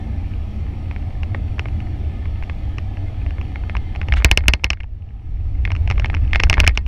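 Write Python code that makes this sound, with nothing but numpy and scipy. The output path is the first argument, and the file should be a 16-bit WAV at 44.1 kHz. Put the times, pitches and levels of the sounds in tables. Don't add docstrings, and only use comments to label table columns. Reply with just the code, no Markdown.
import sys
import numpy as np
from scipy import signal
from scipy.io import wavfile
from scipy.ndimage import uniform_filter1d

SR = 44100
rng = np.random.default_rng(int(sys.argv[2]) if len(sys.argv) > 2 else 0)


def materialize(psi):
    bounded = np.clip(np.atleast_2d(psi).T, -1, 1)
    quanta = np.round(bounded * 32767).astype(np.int16)
    wavfile.write(sys.argv[1], SR, quanta)


N = 302967

# (time [s], airframe heave [dB], engine drone [dB])
RUMBLE_LEVELS = [(0.0, -28, -28.5), (0.6, -25.5, -27.5), (1.3, -27, -21.5), (2.0, -27.5, -23.5),
                 (2.6, -24, -27.5), (3.1, -26.5, -25), (3.9, -25, -27), (4.1, -21.5, -20.5),
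                 (4.2, -24.5, -33.5), (4.48, -22, -27), (4.56, -39.5, -33.5), (4.8, -26, -34.5),
                 (5.03, -35.5, -32.5), (5.45, -22.5, -25.5), (5.8, -21.5, -18), (6.35, -17, -18.5),
                 (6.68, -18, -21), (6.74, -22, -35), (6.87, -23, -28)]
# (frequency [Hz], relative density [dB])
HEAVE_SPECTRUM = [(10, -7), (20, -2), (34, -4), (45, -0.5), (62, 1), (72, -9), (90, -37), (200, -72.5)]
# (frequency [Hz], relative density [dB])
DRONE_SPECTRUM = [(50, -44), (66, -14.5), (76, 1.5), (88, 0), (100, -8), (125, -16.5), (150, -26.5),
                  (230, -59.5)]
# (time [s], level [dB])
ROAR_LEVELS = [(0.0, -36), (1.17, -36.5), (1.62, -36), (4.21, -37), (4.34, -42), (4.44, -41.5), (4.78, -52),
               (5.07, -49), (5.41, -43.5), (5.89, -37), (6.58, -36.5), (6.7, -44), (6.87, -45.5)]
# (frequency [Hz], relative density [dB])
ROAR_SPECTRUM = [(65, -42), (110, -4.5), (167, -11.5), (206, -7.5), (249, -14), (294, -15), (486, -22.5),
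                 (771, -23), (1270, -39), (1360, -39), (2290, -31.5), (6520, -55.5), (13600, -62.5),
                 (16400, -90.5)]
# (centre [Hz], width [Hz], gain [dB], drift on approach [dB/s])
CABIN_RESONANCES = [(151, 17, 1, 1), (205, 5, 2.5, -1.5), (215, 1.2, 7, -0.26), (289.3, 40, 7.5, -0.5),
                    (506, 30, -1.5, -0.5), (750, 80, 2.5, 0.7), (811, 7.9, 4, 3), (1258, 120, 11, 0.5),
                    (1750, 50, 8.5, 0.5), (2100, 40, 5.5, 1), (2600, 440, 0, -0.5), (3287, 890, 2, 1),
                    (4435, 250, 6, 0.5), (5575, 350, 8, -0.5), (6500, 370, 1.5, 0)]
# (time [s], level [dB], slap pitch [Hz], pane share [dB])
KNOCKS = [(0.3371, -35, 2590, -20), (0.9115, -25, 2210, -1), (0.962, -27.5, 2070, -1),
          (1.2324, -21.5, 2500, -3.5), (1.3468, -21.5, 1800, 6), (1.5826, -35, 1440, 11),
          (1.5938, -12.5, 2490, -3.5), (1.6565, -24, 1940, 3.5), (1.6849, -29.5, 2470, -1),
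          (1.8031, -29, 2470, -6.5), (2.2557, -29.5, 1950, 1), (2.4248, -28.5, 2070, 2.5),
          (2.4357, -29, 2430, -8), (2.4968, -20.5, 2240, -2.5), (2.7834, -18.5, 2450, -2),
          (2.9705, -31.5, 2440, 0), (3.2635, -28.5, 2350, 1), (3.3069, -28.5, 2430, -2),
          (3.3829, -31, 2060, 3), (3.413, -26.5, 2460, -1.5), (3.5578, -23, 2050, -0.5),
          (3.6361, -33, 2240, 3), (3.6962, -20, 2190, -1.5), (3.7516, -23, 2020, 6),
          (3.7675, -17.5, 2490, -5.5), (3.9506, -26, 2070, -1), (3.96, -24, 2520, -1),
          (4.0146, -18.5, 2340, -1.5), (4.0302, -30.5, 2240, -1), (4.085, -21, 2620, 1.5),
          (4.1232, -9.5, 1980, -13), (4.138, -14, 2600, -2.5), (4.1699, -19, 1800, -2),
          (4.2021, -26, 2010, 3), (4.2123, -30, 1750, -5), (4.2221, -24.5, 2050, 4), (4.2462, 9, 2510, -14),
          (4.2562, -17, 2070, -3), (4.2843, -30, 1980, 2), (4.2904, -28, 2030, -5),
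          (4.3134, 4.5, 2640, -9.5), (4.3742, 2, 2600, -10.5), (4.4067, -28, 2080, -4),
          (4.4382, -29.5, 1970, 2), (4.4571, -36, 2330, 7), (4.482, 8, 2530, -14), (4.4869, -21, 2200, -15),
          (4.4966, -32, 1700, 4), (4.5055, -33, 1960, -14), (4.536, -0.5, 2540, -14.5),
          (4.5958, -40, 2200, 1), (4.6376, -21.5, 2330, 2), (4.6429, 0, 2530, -14), (4.6648, -28, 2010, -8),
          (4.7031, -2, 2590, -14), (4.7319, -16, 2500, -8), (4.7722, -37, 1830, -9),
          (4.8031, -27.5, 2480, -8), (4.8059, -27.5, 2090, -10), (4.8336, -31, 2690, -8),
          (4.8409, -41, 2340, 5.5), (5.022, -46.5, 2590, -10), (5.0893, -46, 2630, -8),
          (5.1059, -48, 1950, -18), (5.6518, -12, 2200, -13.5), (5.6754, -24, 2130, 1),
          (5.7043, -21.5, 2070, 0.5), (5.7178, -17, 2500, -4.5), (5.7516, -24.5, 2460, -3.5),
          (5.7635, -23.5, 2480, -8), (5.8753, -19.5, 2460, -5), (5.901, -14, 2480, -4),
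          (5.9112, -11.5, 2410, -2), (5.9218, -23.5, 2000, 0), (5.9792, -21.5, 2100, 1.5),
          (5.9972, -15, 2520, -2.5), (6.0207, -29, 1580, -10), (6.0451, -12.5, 1900, -4),
          (6.0584, -16.5, 2700, -4.5), (6.0997, -18, 2200, -4), (6.1304, -34, 2240, 9),
          (6.1417, -21, 2220, 3), (6.1476, -16, 2510, -7), (6.1672, -25.5, 2010, -3),
          (6.2764, -34, 2650, -17), (6.3096, -33, 2600, -15), (6.3324, -7, 2200, -12),
          (6.3479, -13, 1950, -8), (6.3577, -5, 2330, -4.5), (6.3975, -14, 2100, -16),
          (6.4002, -5, 2300, -5), (6.4355, -1, 2550, -7.5), (6.4694, -36, 1630, 12),
          (6.498, 1.5, 2540, -11), (6.5077, -30, 2190, 16), (6.5287, -5.5, 2420, -4.5),
          (6.5402, -7.5, 2180, -28), (6.5446, -31, 2130, -8), (6.5711, -21, 1840, 2),
          (6.5797, -17, 2000, 9.5), (6.5951, -16, 2360, -3), (6.6014, 3.5, 2550, -16),
          (6.6343, -24, 2300, 5), (6.6407, -16, 2060, 6), (6.6461, -17, 2640, -13), (6.6666, -8, 1900, -32),
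          (6.6762, 4.5, 2570, -17), (6.6935, -18.5, 2010, -6), (6.7095, -30, 2010, -3),
          (6.7744, -4.5, 2570, -12), (6.8637, -26.5, 2770, -1.5)]
# (frequency [Hz], relative level [dB], T60 [s])
CASE_MODES = [(3342, 8, 0.0039), (4130, -2, 0.0076), (4726, -6.5, 0.0086), (5508, 8, 0.005),
              (6110, -5.5, 0.0063), (7000, -12.5, 0.008), (7950, -36, 0.0028), (10780, -21, 0.0048),
              (12600, -29, .004), (14500, -25, .003)]
# (frequency [Hz], relative level [dB], T60 [s])
PANE_MODES = [(423.5, -3.5, 0.013), (639, -8, 0.026), (810, -2, 0.014), (1048, 3, 0.0092),
              (1404, -8.5, 0.017), (1496, -0.5, 0.011)]
# (frequency [Hz], relative level [dB], T60 [s])
MOUNT_MODES = [(1870, -12, 0.11), (2080, -7, .05), (2147, 2.5, 0.057), (2620, -15, 0.084)]
# (frequency [Hz], relative level [dB], T60 [s])
CLASP_MODES = [(4250, -5.5, 0.065), (4738, -1.5, 0.055), (5380, 6, 0.03)]
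# (frequency [Hz], relative level [dB], T60 [s])
WALL_MODES = [(59.6, 5, 0.11), (126, -3.5, .04), (180, -6.5, 0.032), (307, -9.5, 0.021)]
# (frequency [Hz], relative density [dB], T60 [s])
BUZZ_SPECTRUM = [(299.4, -6.5, 0.11), (1000, -4, 0.067), (2200, 4.5, 0.023), (3500, -4, 0.039),
                 (5490, -9.5, 0.05), (8150, -20.5, 0.028), (15000, -38, .015)]
# (time [s], level [dB], pitch [Hz])
JOLTS = [(3.753, -7.5, 57.7), (4.121, -0.5, 62.6), (4.177, -4, 55.5), (4.409, -12, 62), (4.457, -12, 51),
         (5.586, -10, 60), (5.866, -8.5, 63.7), (5.964, -4.5, 62.5), (6.23, -7.5, 52.6), (6.345, -6, 52.5),
         (6.58, -5, 61.6), (6.662, -19, 62)]
# (time [s], level [dB], length [s])
SCRAPES = [(4.156, -28.5, 0.06), (6.748, -40, 0.026)]
# (frequency [Hz], relative density [dB])
SCRAPE_SPECTRUM = [(400, -14.5), (1500, 3.5), (3600, 2.5), (5000, -13), (8000, -18), (15000, -49)]

# (0 dB rim blow [dB], change per 30 dB lighter [dB], change if glancing [dB])
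CASE_SHARE_DB, MOUNT_SHARE_DB, WALL_SHARE_DB = (-7.5, -7, 2), (-22.5, -3.5, 11.6), (-12.5, 2, -2)
RIM_HZ, GLANCE_HZ = 2450, 391
EDGE_DB, FLAT_DB = -34, -8.5


def gain_of(db):
    return 10 ** (np.asarray(db) / 20)


def unit_rms(x):
    return x / np.sqrt(np.mean(x ** 2) + 1e-20)


def log_interp(points, hz):
    points_hz, value = np.transpose(points)
    return np.interp(np.log(hz + 1), np.log(points_hz + 1), value)


def envelope(rows, column=1):
    rows = np.array(rows)
    return gain_of(np.interp(np.arange(N) / SR, rows[:, 0], rows[:, column]))


def add(mix, start_s, sound):
    part = mix[max(round(start_s * SR), 0):][:len(sound)]
    part += sound[:len(part)]


def noise(shape_db, fft_size, patch_db):
    frames, hz = 4 * N // fft_size + 5, np.fft.rfftfreq(fft_size, 1 / SR)
    real, imag, patches = rng.standard_normal((frames, len(hz), 3)).T
    patches = uniform_filter1d(patches, size=8, axis=0)
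    patches = unit_rms(uniform_filter1d(patches, size=6, axis=1))
    time_s = np.arange(frames) * fft_size / 4 / SR
    spectra = (real + 1j * imag) * gain_of(shape_db(hz[:, None], time_s) + patch_db * patches)
    return signal.istft(spectra, nperseg=fft_size, noverlap=3 * fft_size // 4)[1][:N]


def strike(modes, t, rise_s, detune):
    hz, db, t60_s = np.transpose(modes)[:, :, None]
    level_draw, pitch_draw = rng.standard_normal((2, len(modes), 1))
    decays = gain_of(db + 2.14 * level_draw - 60 * t / t60_s)
    waves = decays * np.sin(2 * np.pi * hz * (1 + detune * pitch_draw) * t)
    sound = waves.sum(0) * (1 - np.exp(-t / rise_s)) ** 2
    return sound / abs(sound).max()


def low_noise(spectrum, evenness=0.15):
    bass = noise(lambda hz, _: log_interp(spectrum, hz) - 60 * (hz > 230), fft_size=4096, patch_db=1)
    analytic = signal.hilbert(bass)
    power = uniform_filter1d(abs(analytic) ** 2, size=3000)
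    return unit_rms(analytic.real / power ** (evenness / 2))


def rumble():
    heave = envelope(RUMBLE_LEVELS, column=1) * low_noise(HEAVE_SPECTRUM)
    drone = envelope(RUMBLE_LEVELS, column=2) * low_noise(DRONE_SPECTRUM)
    return heave + drone


def roar(touchdown_s=4.2):
    def shape_db(hz, time_s):
        approach_s = time_s * (time_s < touchdown_s)
        cabin_db = sum((db + db_per_s * approach_s) / (1 + (2 * (hz - centre_hz) / width_hz) ** 2)
                       for centre_hz, width_hz, db, db_per_s in CABIN_RESONANCES)
        return log_interp(ROAR_SPECTRUM, hz) + cabin_db
    return envelope(ROAR_LEVELS) * unit_rms(noise(shape_db, fft_size=4096, patch_db=2))


def faint_knocks(kinds=6, damping_db_per_s=2000):
    ticks_per_s = 5000 * envelope(RUMBLE_LEVELS, column=1) ** 2
    tick_db = 2.4 * np.minimum(rng.exponential(1, N), 2.2)
    impulses = gain_of(tick_db) * (rng.random(N) < ticks_per_s / SR)
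    kind, t = rng.integers(0, kinds, N), np.arange(1500) / SR
    out = np.zeros(N)
    for k in range(kinds):
        tick = strike(PANE_MODES[2:] + MOUNT_MODES, t, rise_s=0.00011, detune=0.16)
        out += signal.oaconvolve(impulses * (kind == k), tick * gain_of(-damping_db_per_s * t))[:N]
    return gain_of(-2.5) * envelope(ROAR_LEVELS) * out


def slap(hz, t, contact_s=0.0021, t60_s=0.0052):
    burst = np.sin(np.pi * np.clip(t / contact_s, 0, 1)) * np.sin(2 * np.pi * hz * t)
    modes = [(1.09 * hz, 0, t60_s), (0.893 * hz, 0, t60_s)]
    return burst + 0.32 * strike(modes, t, rise_s=0.0023, detune=0.018)


def wall_thump(t, push_s=0.0037):
    push = 0.82 * np.sin(np.pi * np.clip(t / push_s, 0, 1)) ** 2
    return push - strike(WALL_MODES, t, rise_s=0.0033, detune=0.04)


def knocks():
    out, t = np.zeros(N), np.arange(4200) / SR
    blows, treble_blows = np.zeros((2, 4, N))
    for k, (time_s, level_db, slap_hz, pane_db) in enumerate(KNOCKS):
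        lightness = max(-level_db, 0) / 30
        glancing = np.clip((RIM_HZ - slap_hz) / GLANCE_HZ, 0, 1)
        flatness = np.clip((pane_db - EDGE_DB) / (FLAT_DB - EDGE_DB), 0, 1)
        case_db, mount_db, wall_db = np.dot([CASE_SHARE_DB, MOUNT_SHARE_DB, WALL_SHARE_DB],
                                            [1, lightness, glancing])
        tilt_db_per_oct = 6 * lightness + 42 * glancing * flatness
        modes = [(hz, db - tilt_db_per_oct * np.log2(hz / 3500), t60_s) for hz, db, t60_s in CASE_MODES]
        case = gain_of(case_db) * strike(modes, t[:900], rise_s=0.00024, detune=0.0044)
        contact = slap(slap_hz, t)
        clasps = gain_of(case_db - 25) * strike(CLASP_MODES, t, rise_s=0.0017, detune=0.0022)
        pane = gain_of(pane_db) * strike(PANE_MODES, t, rise_s=0.0003, detune=0.12)
        mount = gain_of(mount_db) * strike(MOUNT_MODES, t, rise_s=0.00053, detune=0.0017)
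        wall = gain_of(wall_db) * wall_thump(t)
        add(out, time_s, gain_of(level_db) * (contact + clasps + pane + mount + wall))
        add(out, time_s, gain_of(level_db) * case)
        add(blows[k % 4], time_s, gain_of([level_db]))
        add(treble_blows[k % 4], time_s, gain_of([level_db + case_db]))
    return out + trim_buzz(blows, treble_blows)


def trim_buzz(blows, treble_blows, split_hz=3600, rise_s=0.00057):
    hz, t, spectra = signal.stft(rng.standard_normal((len(blows), 3000)), SR, nperseg=128)
    band_hz, band_db, band_t60_s = np.transpose(BUZZ_SPECTRUM)
    db = log_interp(np.c_[band_hz, band_db], hz)[:, None]
    t60_s = log_interp(np.c_[band_hz, band_t60_s], hz)[:, None]
    spectra *= gain_of(db - 60 * t / t60_s)
    low = 1 / (1 + (hz[:, None] / split_hz) ** 8)
    tails = np.array([signal.istft(spectra * band, SR, nperseg=128)[1] for band in (low, 1 - low)])
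    attack = 1 - np.exp(-np.arange(tails.shape[2]) / SR / rise_s)
    tails *= attack / abs(tails[0]).max()
    buzzes = signal.oaconvolve(np.array([blows, treble_blows]), tails, axes=2)
    return gain_of(-12) * buzzes[..., :N].sum((0, 1))


def wheel_jolts(rise_s=0.0046, t60_s=0.19):
    out, t = np.zeros(N), np.arange(15000) / SR
    attack = 1 - np.exp(-t / rise_s)
    for time_s, db, hz in JOLTS:
        add(out, time_s, gain_of(db - 60 * t / t60_s) * attack * np.sin(2 * np.pi * hz * t))
    return out


def scrapes():
    out = np.zeros(N)
    hiss = unit_rms(noise(lambda hz, _: log_interp(SCRAPE_SPECTRUM, hz), fft_size=256, patch_db=3.5))
    for time_s, db, length_s in SCRAPES:
        progress = np.arange(round(length_s * SR)) / (length_s * SR)
        swell = np.minimum(progress / 0.25, 1) * (1 - progress) ** 1.4
        add(out, time_s, gain_of(db) * swell * hiss[round(time_s * SR):][:len(swell)])
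    return out


def scene():
    return (rumble() + roar() + knocks() + faint_knocks() + wheel_jolts() + scrapes())[None]


def record(dry, ceiling=0.97, cutoff_hz=16300):
    clipped = np.clip(dry, -ceiling, ceiling)
    lowpass = signal.firwin(511, cutoff_hz, window=("kaiser", 9), fs=SR)
    return signal.oaconvolve(clipped, lowpass[None], "same")


dry = scene()
out = record(dry)
materialize(out)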